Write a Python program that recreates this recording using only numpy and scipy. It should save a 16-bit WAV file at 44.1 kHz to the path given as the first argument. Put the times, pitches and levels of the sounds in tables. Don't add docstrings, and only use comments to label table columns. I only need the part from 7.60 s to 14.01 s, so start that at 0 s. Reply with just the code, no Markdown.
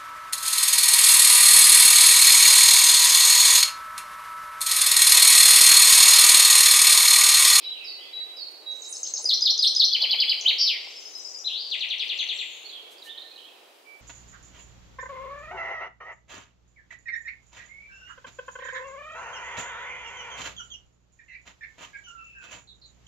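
import sys
import numpy as np
from scipy import signal
from scipy.fft import rfft, irfft, next_fast_len
from scipy.io import wavfile

SR = 44100
rng = np.random.default_rng(int(sys.argv[2]) if len(sys.argv) > 2 else 0)


def persist_wave(psi):
    counts = np.round(np.clip(psi, -1, 1) * 32767).astype(np.int16)
    wavfile.write(sys.argv[1], SR, np.atleast_2d(counts).T)


N = 282681

HOOK = 2.5


def undb(db):
    return 10 ** (np.asarray(db) / 20)


def unit(x):
    return x / np.sqrt(np.mean(x ** 2))


def add(out, s, x, pan_db):
    i = int(s * SR)
    out[:, i:i + len(x)] += np.outer(undb([pan_db / 2, -pan_db / 2]), x[:N - i])


def walk(rate, size):
    points = rng.standard_normal(64 + int(rate * N / SR))
    return np.interp(np.arange(size) * rate / SR, np.arange(len(points)), points)


def air():
    # (frequency [Hz], relative level [dB])
    colour = [(18, -76.5), (30, -56), (81, -40), (182, -19.5), (332, -4), (443, -1), (691, -4.5), (767, -4),
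              (852, -7), (1720, -14), (2760, -10), (4310, -18.5), (4660, -13), (5740, -20), (15500, -25)]
    # (time [s], level [dB])
    swell = [(0, 0.3), (1.5, 0.5), (2.7, 2.7), (4, -1.14), (5.3, .2), (6.41, -2)]
    level_db, side_share, wander_db = -53.5, .83, .64
    size = next_fast_len(N)
    hz = np.maximum(np.fft.rfftfreq(size, 1 / SR), 1)
    mid, side = rng.standard_normal((2, size))
    unlike = side_share * np.clip(hz / 600, .6, 1)
    colour_hz, colour_db = np.transpose(colour)
    spectrum = rfft(mid) + unlike * rfft(side) * np.array([[1], [-1]])
    spectrum = spectrum * undb(np.interp(np.log(hz), np.log(colour_hz), colour_db))
    out = 0
    for octave in range(5, 15, 2):
        if octave < 13:
            share = np.clip(1 - abs(np.log2(hz) - octave) / 2, 0, 1)
        else:
            share = np.clip((np.log2(hz) - 11) / 2, 0, 1)
        band = irfft(spectrum * share, size)[:, :N]
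        out = out + band * undb(wander_db * walk(5.5, size=N))
    return unit(out) * undb(level_db + np.interp(np.arange(N) / SR, *np.transpose(swell)))


def flock(count=200):
    # (time [s], level [dB])
    loudness = [(0.0, -82), (1.1, -80), (1.19, -49), (1.5, -44.5), (2.0, -59), (2.43, -69), (2.84, -60),
                (2.98, -75), (3.39, -59), (3.71, -56), (3.92, -70), (4.21, -60.5), (4.55, -72), (4.8, -60),
                (5.07, -72.5), (5.91, -87), (6.41, -82)]
    centre_hz, pitch_range_hz, pip_rise_hz = 6780, 1976, 1672
    level_db = -4
    out = np.zeros((2, N))
    t = np.arange(int(.3 * SR)) / SR
    for place, pitch, size, side in rng.random((count, 4)):
        beat = t * 24 * (.85 + .3 * size) % 1
        hz = centre_hz + pitch_range_hz * (pitch - .5) + pip_rise_hz * (beat - .5)
        tone = np.sin(2 * np.pi * np.cumsum(hz) / SR)
        pips = tone * np.sin(np.pi * beat) ** 4 * np.hanning(len(t))
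        add(out, place * N / SR, pips * undb(13 * size), 12 * (side - .5))
    return unit(out) * undb(level_db + np.interp(np.arange(N) / SR, *np.transpose(loudness)))


def whistle(hz, db, swing_hz, rate_hz, bright_db):
    overtone_db = [-42.5, -32.5, -31]
    peak_hz, peak_width_hz = 13270, 1700
    t = np.arange(len(hz)) / SR
    beat = 2 * np.pi * (rate_hz * t + .25 * walk(90, size=len(t)))
    hz = hz * (1 + .002 * walk(250, size=len(t)))
    hz = hz + swing_hz * (hz / hz.max()) ** 1.5 * np.sin(beat)
    phase = 2 * np.pi * np.cumsum(hz) / SR
    tone = np.sin(phase)
    for harmonic, over_db in enumerate(overtone_db, start=2):
        peak = np.exp(-((harmonic * hz - peak_hz) / peak_width_hz) ** 2)
        roughness = undb(over_db + bright_db) * walk(3000, size=len(t))
        tone += roughness * peak * np.sin(harmonic * phase)
    edge = np.clip(np.minimum(t, t[::-1]) / .002, 0, 1)
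    level = undb(db + 1.3 * walk(180, size=len(t)))
    return tone * level * np.sin(edge * np.pi / 2) ** 2


def calls(table, hook, fade_db):
    out = np.zeros((2, N))
    for s, length, start_hz, end_hz, db, pan_db, swing_hz in table:
        part = np.arange(0, 1, 1 / max(length * SR, 99))
        swell_db = db - 9 * (part - .55) ** 2 - 10 * np.exp(-part / .045) - fade_db * part
        hz = end_hz + (start_hz - end_hz) * (1 - part) ** hook
        add(out, s, whistle(hz, swell_db, swing_hz, 210, -30), pan_db)
    return out


def earlier_song(count=20):
    level_db, fade_db_per_s, end_s = -52, 11, .8
    centre_hz, spread_hz, swing_hz = 3550, 1200, 600
    rows = []
    for k, (pitch, side) in enumerate(rng.uniform(-1, 1, (count, 2))):
        s = end_s * (k / count) ** 3
        hz = centre_hz + spread_hz * pitch
        rows.append((s, .05, 1.05 * hz, hz, level_db - fade_db_per_s * s, 4 * side, swing_hz))
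    return calls(rows, HOOK, 0)


def whistlers():
    # (time [s], length [s], pitch [Hz], level [dB], left minus right [dB])
    notes = [(.041, .056, 3915, -32, -2), (.22, .29, 2025, -56.5, 2.5), (.529, .075, 3910, -33, -1.5),
             (1.06, .07, 3860, -34.5, -5), (1.602, .16, 2065, -65, 0), (3.533, .017, 4050, -53, -6),
             (3.57, .022, 3980, -54, 2), (4.898, .12, 6710, -60.5, -18), (5.18, .09, 2290, -60, -4),
             (5.448, .044, 1805, -56, -4), (5.55, .04, 1836, -61, -4), (5.62, .06, 1812, -63, -4),
             (5.71, .081, 2505, -61, -7), (6.248, .11, 2312, -58.5, -15)]
    fall = 1.003
    rows = [(s, length, hz * fall, hz, db, pan_db, 0) for s, length, hz, db, pan_db in notes]
    return calls(rows, HOOK, .1)


def slurs():
    # (time [s], length [s], start [Hz], end [Hz], level [dB], left minus right [dB])
    slides = [(.106, .15, 3560, 2555, -45.5, -5), (.377, .082, 2800, 3315, -47, -5),
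              (.46, .056, 3150, 3510, -53, -4), (1.44, .082, 2500, 4310, -51, 4),
              (4.39, .04, 4700, 4830, -43.5, 4), (4.538, .055, 7370, 7260, -61, -1),
              (4.574, .064, 6460, 6290, -50, -5), (4.728, .12, 7700, 7350, -53, -7),
              (5.037, .032, 4200, 4390, -47, -11), (5.11, .078, 3595, 3230, -43.5, -7)]
    swing_hz = 130
    return calls([(*slide, swing_hz) for slide in slides], HOOK, 0)


def chinks():
    # (time [s], length [s], end pitch [Hz], level [dB])
    notes = [(.241, .085, 4480, -38), (.764, .095, 4330, -39.5), (1.287, .04, 9090, -44.5),
             (1.617, .035, 9060, -47), (2.022, .04, 8480, -43.5), (2.791, .069, 6550, -50.5),
             (5.093, .012, 3900, -41)]
    fall_hz, swing_hz, pan_db = 850, 130, -5
    rows = [(s, length, hz + fall_hz, hz, db, pan_db, swing_hz) for s, length, hz, db in notes]
    return calls(rows, 3.2, 0)


def flaps():
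    # (time [s], length [s], centre [Hz], level [dB])
    beats = [(1.571, .057, 795, -52.5), (1.633, .029, 504, -46.5), (1.918, .0088, 690, -45.5),
             (2.404, .069, 750, -46), (2.523, .046, 780, -46), (2.8, .18, 777, -55),
             (3.266, .016, 744, -52.5)]
    # (time [s], length [s], level [dB])
    rustles = [(.9, .035, -60), (3.558, .055, -60), (4.415, .08, -65), (5.292, .071, -57.5),
               (5.414, .093, -54.5)]
    beat_width, beat_pan_db = .6, 11
    rustle_hz, rustle_width_hz = 8800, 8800
    out = np.zeros((2, N))
    rows = [(s, length, hz, beat_width * hz, db, beat_pan_db) for s, length, hz, db in beats]
    rows += [(s, length, rustle_hz, rustle_width_hz, db, 0) for s, length, db in rustles]
    for s, length, hz, width_hz, db, pan_db in rows:
        noise = rng.standard_normal(8192)[:int(length * SR)]
        edges_hz = [max(hz - width_hz / 2, 50), hz + width_hz / 2]
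        band = signal.butter(3, edges_hz, "bandpass", fs=SR, output="sos")
        puff = unit(signal.sosfilt(band, noise)) * np.hanning(len(noise))
        add(out, s, undb(db) * puff, pan_db)
    return out


def syllable(shape, db, ratio, swing_hz, rate_hz, bright_db):
    out = np.zeros((2, SR // 2))
    for note in shape:
        s, hz, note_db = np.transpose(note)
        t = np.arange(s[0], max(s[-1], s[0] + .003), 1 / SR)
        pitch = ratio * np.interp(t, s, hz)
        level_db = db + np.interp(t, s, note_db)
        add(out, max(s[0], 0), whistle(pitch, level_db, swing_hz, rate_hz, bright_db), 0)
    return out[0]


def finch(song, repeats, pan_db, bright_db, sink):
    soft_left = .6
    tiring_db = 2.5
    out = np.zeros((2, N))
    for phrase, count in zip(song, repeats):
        shape, first_s, spacing_s, slowing_s, db, soft_db, swing_hz, rate_hz = phrase
        for k in range(count):
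            s = first_s + spacing_s * k + slowing_s * k * (k - 1) / 2
            ratio = sink ** k * (1 + .0047 * rng.standard_normal())
            level_db = db - soft_db * soft_left ** k - tiring_db * (k / 7) ** 4
            add(out, s, syllable(shape, level_db, ratio, swing_hz, rate_hz, bright_db), pan_db)
    return out


def near_finch():
    # (time [s], pitch [Hz], level [dB])
    HIGH_TRILL = [
        [(0, 6970, -17), (.004, 6380, 0.5), (.007, 6170, -8), (.013, 4110, -18.5)],
        [(.022, 5320, -17), (.035, 5270, -11)],
        [(.036, 5270, -4.5), (.040, 3800, -13), (.044, 5710, -13), (.046, 6270, 2), (.049, 7000, -22),
         (.058, 7700, -22.5), (.075, 7600, -30)],
    ]
    SCOOP = [
        [(0, 6800, 1), (.004, 4500, -21.5)],
        [(.010, 4770, -17.5), (.016, 5045, -2), (.024, 4770, -11), (.030, 4800, -26.5)],
        [(.044, 5562, -15), (.052, 4280, 1), (.058, 3858, -6.5), (.066, 3607, -6), (.073, 3070, -7.5)],
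        [(.077, 3430, 2), (.082, 3950, -13), (.088, 4060, 0), (.094, 4300, -2), (.100, 5520, -5.5),
         (.105, 5870, -15), (.113, 5980, -24.5)],
    ]
    RATTLE = [
        [(0, 3250, -13), (.007, 3400, -8), (.014, 3420, -11)],
        [(.014, 3600, -9), (.016, 4200, -6), (.019, 5050, -4), (.025, 4200, -1), (.030, 3750, -8)],
        [(.034, 3300, -14), (.040, 3080, -1), (.045, 2950, -9), (.057, 1950, -19)],
    ]
    FLOURISH = [
        [(0, 7000, -15.5), (.005, 5000, -17.5)],
        [(.036, 2028, -31), (.048, 2910, -17), (.056, 3150, -2), (.064, 3500, -16), (.074, 3868, -3),
         (.082, 4600, -13), (.089, 3100, -7.5), (.106, 1950, -23)],
    ]
    FALLING_BUZZ = [
        [(0, 4950, -7), (.030, 5040, 1.5), (.080, 4880, -1.5), (.094, 4150, 0), (.110, 3253, -0.5),
         (.135, 2500, -9.5), (.160, 2220, -15), (.185, 2030, -15.5)],
    ]
    # (shape, first syllable [s], spacing [s], slowing per syllable [s], level [dB],
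    # softer start [dB], buzz swing [Hz], buzz rate [Hz])
    song = [(HIGH_TRILL, 1.112, .1058, 0, -14, 31, 0, 0), (SCOOP, 1.643, .1655, .0035, -9.5, 4, 0, 0),
            (RATTLE, 2.312, .0897, .0012, -12.8, 1.5, 0, 0), (FLOURISH, 2.810, 0, 0, -8.5, 0, 0, 0),
            (FALLING_BUZZ, 2.982, 0, 0, -19.5, 0, 490, 230)]
    repeats = [5, 4, 5, 1, 1]
    return finch(song, repeats, 1.5, 0, 1)


def pair_trill():
    # (time [s], pitch [Hz], level [dB])
    PAIR = [
        [(0, 4900, -14), (.005, 5400, 0), (.024, 5340, -8)],
        [(.045, 6200, -4), (.064, 6150, -11)],
        [(.035, 7300, -17), (.055, 7150, -17)],
    ]
    # (shape, first syllable [s], spacing [s], slowing per syllable [s], level [dB],
    # softer start [dB], buzz swing [Hz], buzz rate [Hz])
    song = [(PAIR, 3.258, .0967, 0, -34, 12, 70, 150)]
    repeats = [6]
    return finch(song, repeats, 7.5, -30, .986)


def answering_finch():
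    # (time [s], pitch [Hz], level [dB])
    LEAD_IN = [
        [(0, 3340, -17), (.005, 3860, -8), (.020, 4060, -5), (.023, 4190, -6), (.032, 3900, -0.5),
         (.046, 2910, -11)],
    ]
    RISING_BUZZ = [
        [(0, 2500, -11.5), (.040, 3357, 0), (.085, 4200, -2), (.120, 4700, -2), (.160, 4630, -11),
         (.200, 4450, -6.5)],
    ]
    SLIDE = [
        [(.001, 5100, -17), (.006, 6500, -18)],
        [(.012, 4593, -6.5), (.019, 3855, -2.5), (.025, 3492, 0), (.034, 3083, -3.5), (.045, 2550, -6),
         (.059, 1770, -22.5)],
    ]
    # (shape, first syllable [s], spacing [s], slowing per syllable [s], level [dB],
    # softer start [dB], buzz swing [Hz], buzz rate [Hz])
    song = [(LEAD_IN, 3.843, 0, 0, -24, 0, 0, 0), (RISING_BUZZ, 3.892, 0, 0, -31, 0, 240, 200),
            (SLIDE, 4.1, .0926, .00122, -23.8, 0, 0, 0)]
    repeats = [1, 1, 8]
    return finch(song, repeats, 4.5, -29, 1)


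def warbler():
    # (time [s], end pitch [Hz], level [dB])
    strokes = [(5.38, 4500, -48), (5.42, 3750, -40), (5.457, 4000, -50), (5.545, 3010, -43),
               (5.577, 3680, -35), (5.618, 3830, -38.5), (5.711, 4010, -45.5), (5.758, 3900, -41.5),
               (5.823, 2880, -49), (5.885, 2560, -50.5)]
    # (time [s], end pitch [Hz], level [dB])
    rises = [(5.468, 3130, -45), (5.49, 3664, -38), (5.565, 3500, -48), (5.665, 4240, -51),
             (5.775, 3235, -46), (5.845, 3326, -45.5)]
    stroke_s, stroke_from = .011, 1.18
    rise_s, rise_from, rise_swing_hz = .024, .89, 150
    pan_db = -6
    rows = [(s, stroke_s, hz * stroke_from, hz, db, pan_db, 0) for s, hz, db in strokes]
    rows += [(s, rise_s, hz * rise_from, hz, db, pan_db, rise_swing_hz) for s, hz, db in rises]
    return calls(rows, HOOK, 0)


def trees(x, echo_s, echo_db, haze_db, low_t60, high_t60, unlike):
    t = np.arange(SR) / SR
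    mid, side = rng.standard_normal((2, SR))
    noise = mid + unlike * side * np.array([[1], [-1]])
    low = signal.sosfilt(signal.butter(2, 3500, fs=SR, output="sos"), noise)
    below = signal.sosfilt(signal.butter(2, 7000, fs=SR, output="sos"), noise)
    haze = low * undb(-60 * t / low_t60)
    haze += (noise - below) * undb(-60 * t / high_t60)
    haze += (below - low) * undb(-60 * t / np.sqrt(low_t60 * high_t60))
    haze *= np.clip(t / .002, 0, 1) * (1 + 1.49 * np.exp(-t / .062))
    haze *= undb(haze_db) / np.sqrt(np.sum(haze[0] ** 2))
    haze[:, int(echo_s * SR)] += undb(echo_db)
    return x + signal.fftconvolve(x, haze, axes=1)[:, :N]


def scene():
    # (first echo [s], echo [dB], haze [dB], low-band t60 [s],
    # treble t60 [s], share unlike left and right [ratio])
    near_trees = (.012, -9, -1, 1.14, 0.53, 0.52)
    answer_trees = (.014, -6.5, 1.5, 1.5, .5, 0.6)
    mid_trees = (.03, -14, 1.2, 1.5, .5, .6)
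    far_trees = (.021, -8, 5.3, 1.83, .93, 1)
    distant = flock() + earlier_song() + whistlers() + slurs() + chinks() + pair_trill()
    far = trees(distant, *far_trees)
    near = trees(near_finch(), *near_trees)
    answer = trees(answering_finch(), *answer_trees)
    warble = trees(warbler(), *mid_trees)
    return air() + far + flaps() + near + answer + warble


def record(dry):
    low_cut_hz, top_hz = 222, 15730
    dry = signal.sosfilt(signal.butter(2, low_cut_hz, "highpass", fs=SR, output="sos"), dry)
    return signal.sosfilt(signal.ellip(14, .2, 80, top_hz, fs=SR, output="sos"), dry)


dry = scene()
out = record(dry)
persist_wave(out)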